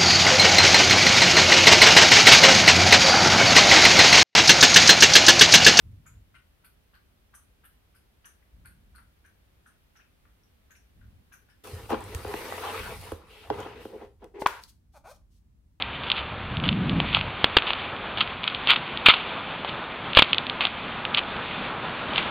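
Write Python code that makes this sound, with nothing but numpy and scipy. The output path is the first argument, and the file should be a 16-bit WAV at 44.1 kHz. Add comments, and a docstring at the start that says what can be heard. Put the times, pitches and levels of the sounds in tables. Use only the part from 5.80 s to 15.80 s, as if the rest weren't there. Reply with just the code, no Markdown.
"""A cat crunches dry kibble in a hard-floored room, each pellet breaking in a quick run of cracks.
Then, close by at a table, a sleeve brushes past as a box is dragged from a cardboard mailer, whose
panels knock, drum and scrape. The box's tight lid pops off, ringing the cavity, and squeaks in tiny
slips as it is folded back. The low rumble of a hand-held camera lies under both scenes."""
import sys
import numpy as np
from scipy import signal
from scipy.fft import rfft, irfft, next_fast_len
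from scipy.io import wavfile
from scipy.ndimage import uniform_filter1d

SR = 44100
rng = np.random.default_rng(int(sys.argv[2]) if len(sys.argv) > 2 else 0)


def transcribe(u):
    """Save the signal u as a 16-bit wav file named by the first command-line argument.

    u: samples, shape (n,) or (channels, n), limited to [-1, 1]; the rate is SR.
    q: integer samples, one column per channel.
    """
    v = np.clip(np.atleast_2d(u).T, -1, 1)
    q = np.round(v * 32767).astype(np.int16)
    wavfile.write(sys.argv[1], SR, q)


N = 441000

TABLE_SCENE_S = 5.84  # the cat's scene ends and the table's begins
LID_START_S, LID_FREE_S, LID_CLEAR_S = 8.537, 8.66, 8.8  # the lid moves, lets go, clears the box
STROKE_ATTACK_S, STROKE_T60_S = 0.0386, 0.18

# stereo image, centred in the bass and wide in the treble: freq_hz, left_right_likeness
LIKENESS = [(180, 0.97), (450, 0.92), (900, 0.71), (2000, 0.55), (5000, 0.151), (15000, 0.072)]
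# panel modes of the hollow mailer: pitch_hz, width_hz, gain_db
MAILER_MODES = [(222, 60, -9), (320, 75, -3), (420, 70, 2.5), (516, 65, 0), (760, 252, -12)]
# spectrum of a soft brushing hiss: freq_hz, level_db
BRUSH_SPECTRUM = [(1200, -31.5), (2200, -6.5), (4200, -1.5), (7300, -8), (8800, -3), (11000, -5),
                  (14200, -6), (15800, -17)]
# resonances of the lid's rubbed surface: pitch_hz, width_hz, gain_db
RASP_MODES = [(3200, 700, -2.5), (4460, 500, 0.5), (5370, 550, 0), (6550, 500, -0.5), (7900, 500, -2),
              (9300, 1000, -2), (12800, 2600, -7)]


def amp(db):
    """Decibels to gain."""
    return 10 ** (np.asarray(db) / 20)


def unit(x):
    """Scale to rms 1."""
    return x / np.sqrt(np.mean(x ** 2) + 1e-20)


def burst(x):
    """Scale a short sound to the energy of 10 ms at rms 1."""
    return x * np.sqrt(SR / 100 / (np.mean(np.sum(x ** 2, -1)) + 1e-20))


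def along(points, hz):
    """Read (freq_hz, value) points on a log frequency axis."""
    freqs, values = np.transpose(points)
    return np.interp(np.log(hz + 1), np.log(freqs + 1), values)


def curve(points):
    """Join (time_s, value) points into one value per sample."""
    return np.interp(np.arange(N) / SR, *np.transpose(points))


def during(start, end):
    """A gate, open between two times, with short ramps."""
    t = np.arange(N) / SR
    return np.clip(np.minimum(t - start, end - t) / 0.0047, 0, 1)


def stroke(start, end, attack, t60):
    """Envelope: attack, hold until the end, then release."""
    t = np.arange(N) / SR
    return np.clip((t - start) / attack, 0, 1) * amp(-60 * np.clip((t - end) / t60, 0, 3))


def add(track, s, x):
    """Mix a sound in at s seconds."""
    i = max(round(s * SR), 0)
    track[..., i:i + x.shape[-1]] += x[..., :N - i]


def filtered(x, response):
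    """Filter x by a complex response of frequency."""
    n = x.shape[-1]
    padded = next_fast_len(n + SR // 8)
    return irfft(rfft(x, padded) * response(np.fft.rfftfreq(padded, 1 / SR)), padded)[..., :n]


def ring(x, modes, order=1):
    """Play x through (pitch_hz, width_hz, gain_db) resonances; order 2 has steeper skirts."""
    def band(hz, pitch, width):
        return (1j * hz * width / (pitch ** 2 - hz ** 2 + 1j * hz * width)) ** order
    return filtered(x, lambda hz: sum((-1) ** k * amp(db) * band(hz, pitch, width)
                                      for k, (pitch, width, db) in enumerate(modes)))


def noise(count=N):
    """Two channels of white noise."""
    return rng.standard_normal((2, count))


def wander(count, smooth_samples):
    """A random drift of rms 1."""
    return unit(uniform_filter1d(rng.standard_normal(count), size=smooth_samples))


def grains(count, rate, spread_db):
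    """Two channels of random clicks, rate a second, with heavy-tailed sizes."""
    size = amp(spread_db * np.minimum(rng.exponential(size=(2, count)), 4))
    return unit(size * rng.choice([-1, 1], (2, count)) * (rng.random((2, count)) < rate / SR))


def spread(pair, likeness=LIKENESS):
    """Blend two unrelated signals into a left and right of the given likeness."""
    def weights(hz):
        angle = np.arccos(np.clip(along(likeness, hz), -1, 1)) / 2
        return np.array([np.cos(angle), np.sin(angle)])
    mid, side = filtered(pair, weights)
    return np.array([mid + side, mid - side])


def coloured(pair, spectrum, likeness=LIKENESS):
    """A stereo texture of rms 1 with the given spectrum."""
    return unit(spread(filtered(pair, lambda hz: amp(along(spectrum, hz))), likeness))


def resonant(pair, modes, order=1):
    """A stereo texture of rms 1 that rings at the given modes."""
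    return unit(spread(ring(pair, modes, order)))


def placed(x, balance):
    """The camera's body shades each microphone differently by frequency."""
    return filtered(x, lambda hz: amp(np.outer([.5, -.5], along(balance, hz))))


def room(x, t60=.29):
    """The room's diffuse tail: decaying noise after a short pre-delay."""
    t = np.arange(SR // 2) / SR
    tail = spread(noise(len(t)) * amp(-60 * t / t60))
    tail = np.pad(tail, ((0, 0), (SR // 300, 0)))
    return signal.fftconvolve(x, tail / np.linalg.norm(tail[0]), axes=1)[:, :x.shape[-1]]


def handling():
    """A steady rumble that swells, with a rub of fingers, when the hand shifts on the camera."""
    # shifts of grip: start_s, length_s, thud_db, rub_db
    grips = [(0.019, 0.094, -51, -49.5), (0.292, 0.082, -58, -58), (2.714, 0.13, -54, -61.5),
             (2.92, 0.26, -58, -74), (5.142, 0.17, -52.5, -61), (5.894, 0.65, -52, -49.5),
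             (6.97, 0.21, -45.5, -51), (7.679, 0.071, -50.5, -45)]
    # steady rumble: bowl_db, table_db
    rumble_db = [-65, -59.5]
    # the camera's rumble: freq_hz, level_db
    rumble_spectrum = [(15, -40.5), (32, -7.5), (54, 4), (95, -4), (130, -12.5), (220, -15), (330, -31),
                       (700, -60)]
    # finger rub: freq_hz, level_db
    rub_spectrum = [(30, -26), (95, 8), (170, -6), (300, -19), (600, -49.5)]
    thud = amp(rumble_db[0]) * during(-1, TABLE_SCENE_S) + amp(rumble_db[1]) * during(TABLE_SCENE_S, 11)
    rub = np.zeros(N)
    for s, length, thud_db, rub_db in grips:
        shift = stroke(s, s + length, attack=0.034, t60=0.92)
        thud = np.hypot(thud, amp(thud_db) * shift)
        rub = np.hypot(rub, amp(rub_db) * shift)
    rumble = thud * coloured(noise(), rumble_spectrum, likeness=[(60, 0.88)])
    return rumble + rub * coloured(noise(), rub_spectrum)


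def room_tone():
    """Each room's own faint, wide hiss."""
    # air by the cat's bowl: freq_hz, level_db
    bowl_air = [(150, -7), (270, -5), (934, -14), (1520, -14.5), (3200, -17), (7240, -27.5), (8910, -25),
                (13800, -22), (15800, -27.5)]
    # stiller air at the table: freq_hz, level_db
    table_air = [(150, -15.5), (300, -8), (450, -17.5), (1400, -26), (6000, -33), (15800, -34.5)]
    # stereo image of the air: freq_hz, left_right_likeness
    air_likeness = [(150, 0.3), (600, 0.029), (5000, -0.15)]
    bowl = amp(-68.5) * coloured(noise(), bowl_air, air_likeness)
    table = amp(-76) * coloured(noise(), table_air, air_likeness)
    return bowl * during(-1, TABLE_SCENE_S) + table * during(TABLE_SCENE_S, 11)


def crumble(t, rise, t60, stages_db):
    """A pellet crumbles in stages, each a flurry of tiny clicks."""
    clicks = spread(grains(len(t), rate=1600, spread_db=3.5), likeness=[(1000, 0.25)])
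    stages = amp(stages_db * wander(len(t), smooth_samples=250))
    return clicks * stages * (1 - np.exp(-t / rise)) ** 2 * amp(-60 * t / t60)


def cracks(t, count):
    """A brittle pellet gives way in a run of cracks that builds from a small first one."""
    span_s, build_s, t60, scatter_db = .02, .004, .011, 3.5
    starts = span_s * np.append(0, (np.arange(count) + rng.random(count)) / count)[:, None]
    sizes = amp(scatter_db * rng.standard_normal(starts.shape)) * (1 - np.exp(-starts / build_s) / 2)
    envelope = np.linalg.norm(sizes * (t >= starts) * amp(-60 * np.abs(t - starts) / t60), axis=0)
    return spread(noise(len(t))) * envelope


def cat_crunch():
    """Teeth meet a pellet and crush it: jaw, mouth, teeth and pellet ring out into the room."""
    # bites, levels before each part's trim:
    # snap_s, mouth_db, teeth_db, mouth_hz, teeth_hz, ring_hz, ring_db, splinter_hz, splinter_db
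    bites = [(0.262, -51, -63, 1400, 2240, 7100, -57, 11500, -60.5),
             (0.5483, -51, -59, 1390, 2200, 2800, -63, 9300, -70),
             (0.845, -55, -64, 1450, 2460, 4500, -70.5, 12300, -57),
             (1.142, -52.5, -68, 1450, 2780, 4270, -68, 12400, -70),
             (1.543, -50.5, -68.5, 1400, 2800, 6100, -62.5, 9300, -52),
             (1.8434, -54.5, -65.5, 1530, 2800, 3290, -75, 11800, -56),
             (2.149, -60.5, -72, 1510, 2400, 5000, -73, 11100, -64),
             (2.451, -49, -60.5, 1480, 2800, 6120, -58.5, 9700, -53.5),
             (2.855, -48, -62, 1560, 2250, 4380, -67, 10400, -54),
             (3.151, -52, -68, 1390, 2400, 4390, -65, 10600, -58),
             (3.4496, -52.5, -63.5, 1560, 2000, 6200, -74, 9800, -68),
             (3.8633, -51, -76, 1520, 2600, 6060, -75, 8800, -63.5),
             (4.1592, -56, -65, 1530, 2400, 5700, -65.5, 13000, -71),
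             (4.908, -52, -65, 1600, 2300, 6600, -62.5, 13400, -65.5),
             (4.954, -68, -63.5, 1760, 2410, 5840, -65.5, 9800, -68),
             (5.525, -47, -61.5, 1530, 2500, 6100, -61.5, 12000, -57.5),
             (5.6933, -58, -69.5, 1550, 2400, 5200, -72, 8600, -72.5)]
    # jaw resonance: pitch_hz, width_hz, gain_db
    jaw_modes = [(1055, 660, 0)]
    # bright resonances of splintering kibble: pitch_hz, width_hz, gain_db
    splinter_modes = [(8900, 1400, 2.5), (10640, 1600, -1), (12280, 1600, -2), (14200, 1600, -6.5)]
    # small chewing ticks between bites: start_s, relative_db, pitch_hz
    ticks = [(2.62, -65, 1880), (3.18, -49.5, 1410), (4.19, -55, 1540), (4.2, -58, 2520),
             (4.45, -58.5, 1350), (4.63, -66, 5570), (5.21, -58, 1510)]
    # the cat's place in the stereo image: freq_hz, left_over_right_db
    balance = [(700, 1), (1300, 4.5), (8000, 2), (15000, -6.5)]
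    mouth_width_hz, teeth_width_hz, splinter_width_hz, ring_width_ratio = 340, 1140, 3400, .17
    out, t = np.zeros((2, N)), np.arange(SR // 3) / SR
    for s, mouth_db, teeth_db, mouth_hz, teeth_hz, ring_hz, ring_db, splinter_hz, splinter_db in bites:
        touch, crush, grind = (crumble(t, rise=.009, t60=.065, stages_db=4) for _ in range(3))
        snap = cracks(t, count=7)
        jaw = amp(mouth_db - 17.5) * burst(ring(touch, jaw_modes, order=2))
        width_hz = mouth_width_hz * 2 ** rng.uniform(-.5, 1)
        mouth = amp(mouth_db - 6) * burst(ring(crush, [(mouth_hz, width_hz, 0)], order=2))
        teeth = amp(teeth_db) * burst(ring(grind, [(teeth_hz, teeth_width_hz, 0)], order=2))
        pellet = amp(ring_db) * burst(ring(snap, [(ring_hz, ring_width_ratio * ring_hz, 0)], order=2))
        # each pellet favours one part of the splinter range
        splinters = ring(ring(snap, splinter_modes, order=2), [(splinter_hz, splinter_width_hz, 0)])
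        pellet += amp(splinter_db - 1.5) * burst(splinters)
        for lead_s, part in ((.015, jaw), (.009, mouth + teeth), (0, pellet)):
            add(out, s - lead_s, part + amp(0.5) * room(part))
    for s, db, hz in ticks:
        crumb = crumble(t, rise=0.0045, t60=0.048, stages_db=3.5)
        tick = amp(db - 6) * burst(ring(crumb, [(hz, 600, 0)], order=2))
        add(out, s, tick + room(tick))
    return placed(out, balance)


def patchy(x, depth_db):
    """Resonances come and go as the contact point moves."""
    spectrogram = signal.stft(x, nperseg=512)[2]
    patches = uniform_filter1d(rng.standard_normal(spectrogram.shape[1:]), size=4, axis=0)
    patches = uniform_filter1d(patches, size=8, axis=1)
    return signal.istft(spectrogram * amp(depth_db * unit(patches)), nperseg=512)[1][:, :N]


def mailer_slide():
    """Fibres catch and slip: with each stroke's effort the panels drum and the card scrapes."""
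    # strokes over and inside the mailer: start_s, hardest_s, end_s, panel_db, scrape_db
    strokes = [(5.815, 5.88, 6.06, -48.5, -49.5), (6.112, 6.345, 6.42, -47.5, -46.5),
               (6.43, 6.654, 6.83, -42.5, -40), (6.79, 6.895, 7.14, -44.5, -37),
               (7.19, 7.25, 7.3, -55, -47), (7.32, 7.634, 7.81, -58.5, -55.5),
               (7.704, 7.782, 7.92, -49.5, -45.5), (7.91, 8.036, 8.02, -48.5, -50.5),
               (8.06, 8.213, 8.25, -49, -59), (8.39, 8.43, 8.4, -55, -60)]
    # scraping cardboard: freq_hz, level_db
    scrape_spectrum = [(260, -47), (450, 2), (505, 0.5), (593, -10.5), (680, -3), (896, 0.5), (1590, -5.5),
                       (2610, -7.5), (3850, -15.5), (7000, -31.5), (10000, -95)]
    ease_db_per_s = 23.5  # effort falls away on both sides of the hardest moment
    t, power = np.arange(N) / SR, np.zeros((2, N))
    for start, hardest, end, panel_db, scrape_db in strokes:
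        effort_db = -ease_db_per_s * np.abs(t - hardest)
        contact = stroke(start, end, STROKE_ATTACK_S, STROKE_T60_S)
        power += (amp([panel_db + effort_db, scrape_db + effort_db]) * contact) ** 2
    panel_gain, scrape_gain = np.sqrt(power)
    panel = resonant(grains(N, rate=830, spread_db=1), MAILER_MODES)
    slips = grains(N, rate=3500, spread_db=2)
    creases = amp(-11) * grains(N, rate=50, spread_db=3)
    scrape = coloured(patchy(slips + creases, depth_db=3), scrape_spectrum)
    surge = amp(1.1 * wander(N, smooth_samples=900))  # the card sticks and surges on
    return panel_gain * panel + surge * scrape_gain * scrape


def sleeve():
    """Fleece hisses over the microphones, and the table top hums as the arm rubs along."""
    # swell of the brushing: time_s, relative_db
    swell = [(5.87, -53), (6.085, -59.5), (6.105, -49), (6.14, -61), (6.38, -54.5), (6.6, -50), (6.96, -49),
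             (7.32, -56), (7.43, -76.5), (7.52, -65.5), (7.72, -66), (7.8, -60.5), (7.94, -74), (8.05, -62),
             (8.14, -71), (8.37, -88)]
    table_hz, table_width_hz = 91.5, 10
    level_db = curve(swell)
    fibres = grains(N, rate=8000, spread_db=2.4) + amp(-12) * grains(N, rate=40, spread_db=3)
    hiss = amp(level_db + 1.5) * coloured(patchy(fibres, depth_db=2.4), BRUSH_SPECTRUM)
    hum = amp(level_db - 5) * resonant(noise(), [(table_hz, table_width_hz, 0)], order=2)
    return hiss + hum


def table_bumps():
    """Soft bumps ring the table with one low, damped note each."""
    # bumps: start_s, level_db, pitch_hz, t60_s
    bumps = [(5.932, -28, 92.6, 0.13), (6.351, -16, 73.4, 0.077), (7.326, -26.5, 76, 0.089)]
    out, t = np.zeros((2, N)), np.arange(SR // 6) / SR
    for s, db, hz, t60 in bumps:
        envelope = amp(db - 60 * t / t60) * (1 - np.exp(-2 * hz * t))
        add(out, s, envelope * np.sin(2 * np.pi * hz * t))
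    return out


def card(x, top_hz=4200):
    """Play x through stiff card, which swallows the top of the treble."""
    # card resonances: pitch_hz, width_hz, gain_db
    card_modes = [(750, 250, 5), (1035, 303, 5), (1327, 253, 2), (1760, 460, -7), (2700, 1100, -11),
                  (3407, 100, -17)]
    return signal.sosfilt(signal.butter(2, top_hz, fs=SR, output="sos"), ring(x, card_modes))


def mailer_hits():
    """A blow rings the hollow mailer and snaps its card; a press does so gradually; edges flick."""
    # box against mailer, levels before trim: start_s, body_db, snap_db
    knocks = [(6.104, -19.5, -30), (6.119, -21, -32), (6.129, -16, -30), (6.143, -30, -29.5),
              (6.447, -26.5, -35), (6.539, -23, -30.5), (6.723, -39, -29), (6.78, -36, -33.5),
              (7.318, -23, -36), (7.701, -17, -24.5), (7.71, -20, -41), (8.052, -27.5, -43.5)]
    # fingers buckle the card, levels before trim: time_s, body_db, crumple_db
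    presses = [(6.101, -22.5, -35), (6.12, -21, -31.5), (6.479, -23, -48), (7.787, -24, -41.5),
               (7.856, -27.5, -42.5), (8.132, -27, -61.5), (8.212, -29.5, -54), (8.427, -31.5, -55)]
    # card edges flick past each other: start_s, relative_db, pitch_hz
    flicks = [(6.206, -44, 8260), (6.24, -43, 8000), (6.348, -30.5, 1580), (6.349, -38, 8300),
              (7.321, -43, 10700), (7.803, -43.5, 6460), (8.443, -50, 2200), (8.6708, -23.5, 1620),
              (8.837, -39, 4200)]
    out, t = np.zeros((2, N)), np.arange(SR // 6) / SR
    for s, body_db, snap_db in knocks:
        blow = spread(noise(len(t))) * amp(-60 * t / 0.016)
        body = amp(body_db - 8.5) * burst(ring(blow, MAILER_MODES, order=2))
        add(out, s, body + amp(snap_db - 5) * burst(card(blow)))
    for s, body_db, crumple_db in presses:
        buckle = spread(noise(len(t))) * t ** 2 * amp(-60 * t / 0.065)
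        body = amp(body_db - 9.5) * burst(ring(buckle, MAILER_MODES, order=2))
        add(out, s - .014, body + amp(crumple_db + 3.5) * burst(card(buckle)))
    for s, db, hz in flicks:
        flick = spread(noise(len(t))) * amp(-60 * t / 0.015)
        add(out, s, amp(db - 9.5) * burst(ring(flick, [(hz, 1100, 8.5), (11500, 7800, -5.5)])))
    return out


def judder():
    """The box jerks through the mailer's mouth in coarse slips that rattle the card."""
    # the box catches: start_s, end_s, level_db
    catch = (6.812, 6.905, -39)
    start, end, db = catch
    slips = grains(N, rate=600, spread_db=1.5)
    return amp(db) * stroke(start, end, attack=0.024, t60=0.079) * unit(spread(card(slips)))


def edge_drag():
    """A cut edge of the mailer catches in fine slips and rasps in its own narrow band."""
    # drags: start_s, end_s, level_db
    drags = [(7.475, 7.645, -56.5), (7.885, 8.065, -61.5)]
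    # resonances of the edge: pitch_hz, width_hz, gain_db
    edge_modes = [(2540, 550, 0.5), (3180, 820, -0.5), (4500, 800, -9)]
    level = sum(amp(db) * stroke(start, end, STROKE_ATTACK_S, STROKE_T60_S) for start, end, db in drags)
    return level * resonant(grains(N, rate=2000, spread_db=0.5), edge_modes)


def lid_rub():
    """The tight lid drags and the closed box drones; once free it scrapes the hollow, then brushes."""
    # the closed box: pitch_hz, width_hz, gain_db
    closed_modes = [(404.6, 90, 3), (870, 300, -16), (2000, 1400, -27)]
    # the open box: pitch_hz, width_hz, gain_db
    open_modes = [(1000, 302, -1.5), (1450, 380, -2), (1900, 2600, -12.5), (480, 270, -8.5)]
    # the loose lid brushes box and fingers: start_s, length_s, level_db
    brushes = [(8.591, 0.03, -50.5), (8.8, .05, -61), (8.873, 0.025, -57), (9.118, 0.05, -71.5),
               (9.329, .035, -68), (9.497, 0.087, -76)]
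    drone = resonant(grains(N, rate=1400, spread_db=0), closed_modes, order=2)
    drone *= amp(-41) * stroke(LID_START_S, LID_FREE_S, attack=0.02, t60=0.055)
    hollow = resonant(grains(N, rate=2000, spread_db=0), open_modes, order=2)
    hollow *= amp(-35.5) * stroke(LID_FREE_S, LID_FREE_S, attack=0.0049, t60=0.55)
    hiss = coloured(noise(), BRUSH_SPECTRUM)
    hiss *= amp(-50.5) * stroke(LID_FREE_S, LID_FREE_S, attack=.008, t60=0.55)
    brush = resonant(noise(), RASP_MODES)
    brush *= sum(amp(db) * stroke(s, s + length, attack=0.022, t60=0.077) for s, length, db in brushes)
    touching = stroke(LID_FREE_S, LID_CLEAR_S, attack=0.002, t60=0.12)
    return drone + touching * (hollow + hiss) + brush


def lid_pop():
    """As the lid lets go, air puffs through the gap and rings the box's cavity for a few cycles."""
    # the lid slips and lets go: start_s, level_db, cavity_hz, t60_s
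    pops = [(8.619, -25.5, 880, 0.044), (8.622, -13, 597, 0.006), (8.66, -3.5, 1124, 0.0059),
            (8.6625, -1, 1010, 0.011), (8.666, -22.5, 1450, 0.024)]
    # partials of the box: ratio_to_cavity_pitch, level_db
    partials = [(.42, -21), (1.001, 1.5), (1.649, -11), (2.33, -11.5), (3.08, -19), (4.202, -27.5)]
    puff_hz, puff_width_hz, puff_below_pop_db, puff_t60_s = 3200, 2700, 23.5, 0.01
    out, t = np.zeros((2, N)), np.arange(SR // 10) / SR
    onset = 1 - np.exp(-t / 0.0004)
    for s, db, hz, t60 in pops:
        cavity = sum(amp(level) * np.sin(2 * np.pi * hz * ratio * t) for ratio, level in partials)
        puff = resonant(noise(len(t)), [(puff_hz, puff_width_hz, 0)], order=2)
        puff *= amp(-puff_below_pop_db - 60 * t / puff_t60_s)
        add(out, s, amp(db) * (cavity * amp(-60 * t / t60) + puff) * onset)
    return out


def lid_squeaks():
    """Uneven slips at a gliding rate ring the lid and rasp its surface; faster slips are smaller."""
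    # squeaks: start_s, length_s, first_slips_per_s, last_slips_per_s, level_db
    squeaks = [(9.134, .042, 372, 274, -55), (9.237, 0.084, 274.4, 621, -50.5)]
    # resonances of the lid: pitch_hz, width_hz, gain_db
    lid_modes = [(590, 152, -0.5), (826, 128, 2.5), (1190, 300, -6.5), (1470, 170, -5.5),
                 (2420, 260, -12.5)]
    lowpass_hz = 2500
    out = np.zeros((2, N))
    for s, length, first, last, db in squeaks:
        rate = curve([(s, first), (s + length, last)])
        unsteady = 1 + 0.075 * wander(N, smooth_samples=90)
        pulses = np.diff(np.floor(np.cumsum(rate * unsteady) / SR), prepend=0)
        slips = pulses * amp(1.5 * rng.standard_normal(N)) / rate
        tone = filtered(ring(slips, lid_modes), lambda hz: 1 / (1 + 1j * hz / lowpass_hz))
        tone *= stroke(s, s + length, attack=0.024, t60=0.043)
        out += amp(db) * unit(tone) * np.sqrt(length * SR / N)  # level over the squeak's own length
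        rasp = unit(ring(unit(slips) + .5 * noise(), RASP_MODES))
        out += amp(db - 6.5) * rasp * stroke(s, s + length, attack=0.07, t60=0.079)
    return out


def scene():
    """The cat is a step away; the box is close, so its room is fainter, and faintest for the pop."""
    # the box's place in the stereo image: freq_hz, left_over_right_db
    box_balance = [(200, -1), (600, 1), (2000, 2.1), (8000, 1.5), (15000, -6.5)]
    unpacking = table_bumps() + mailer_hits()
    unpacking += (mailer_slide() + sleeve()) * during(TABLE_SCENE_S - .004, LID_FREE_S)
    unpacking += judder() + edge_drag() + lid_rub() + lid_squeaks()
    pop = lid_pop()
    box = unpacking + pop + room(amp(-8) * unpacking + amp(-17.5) * pop)
    return cat_crunch() + placed(box, box_balance) + handling() + room_tone()


def record(dry):
    """The camera keeps nothing above its band limit."""
    top_hz = 15850
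    return filtered(dry, lambda hz: hz < top_hz)


dry = scene()
out = record(dry)
transcribe(out)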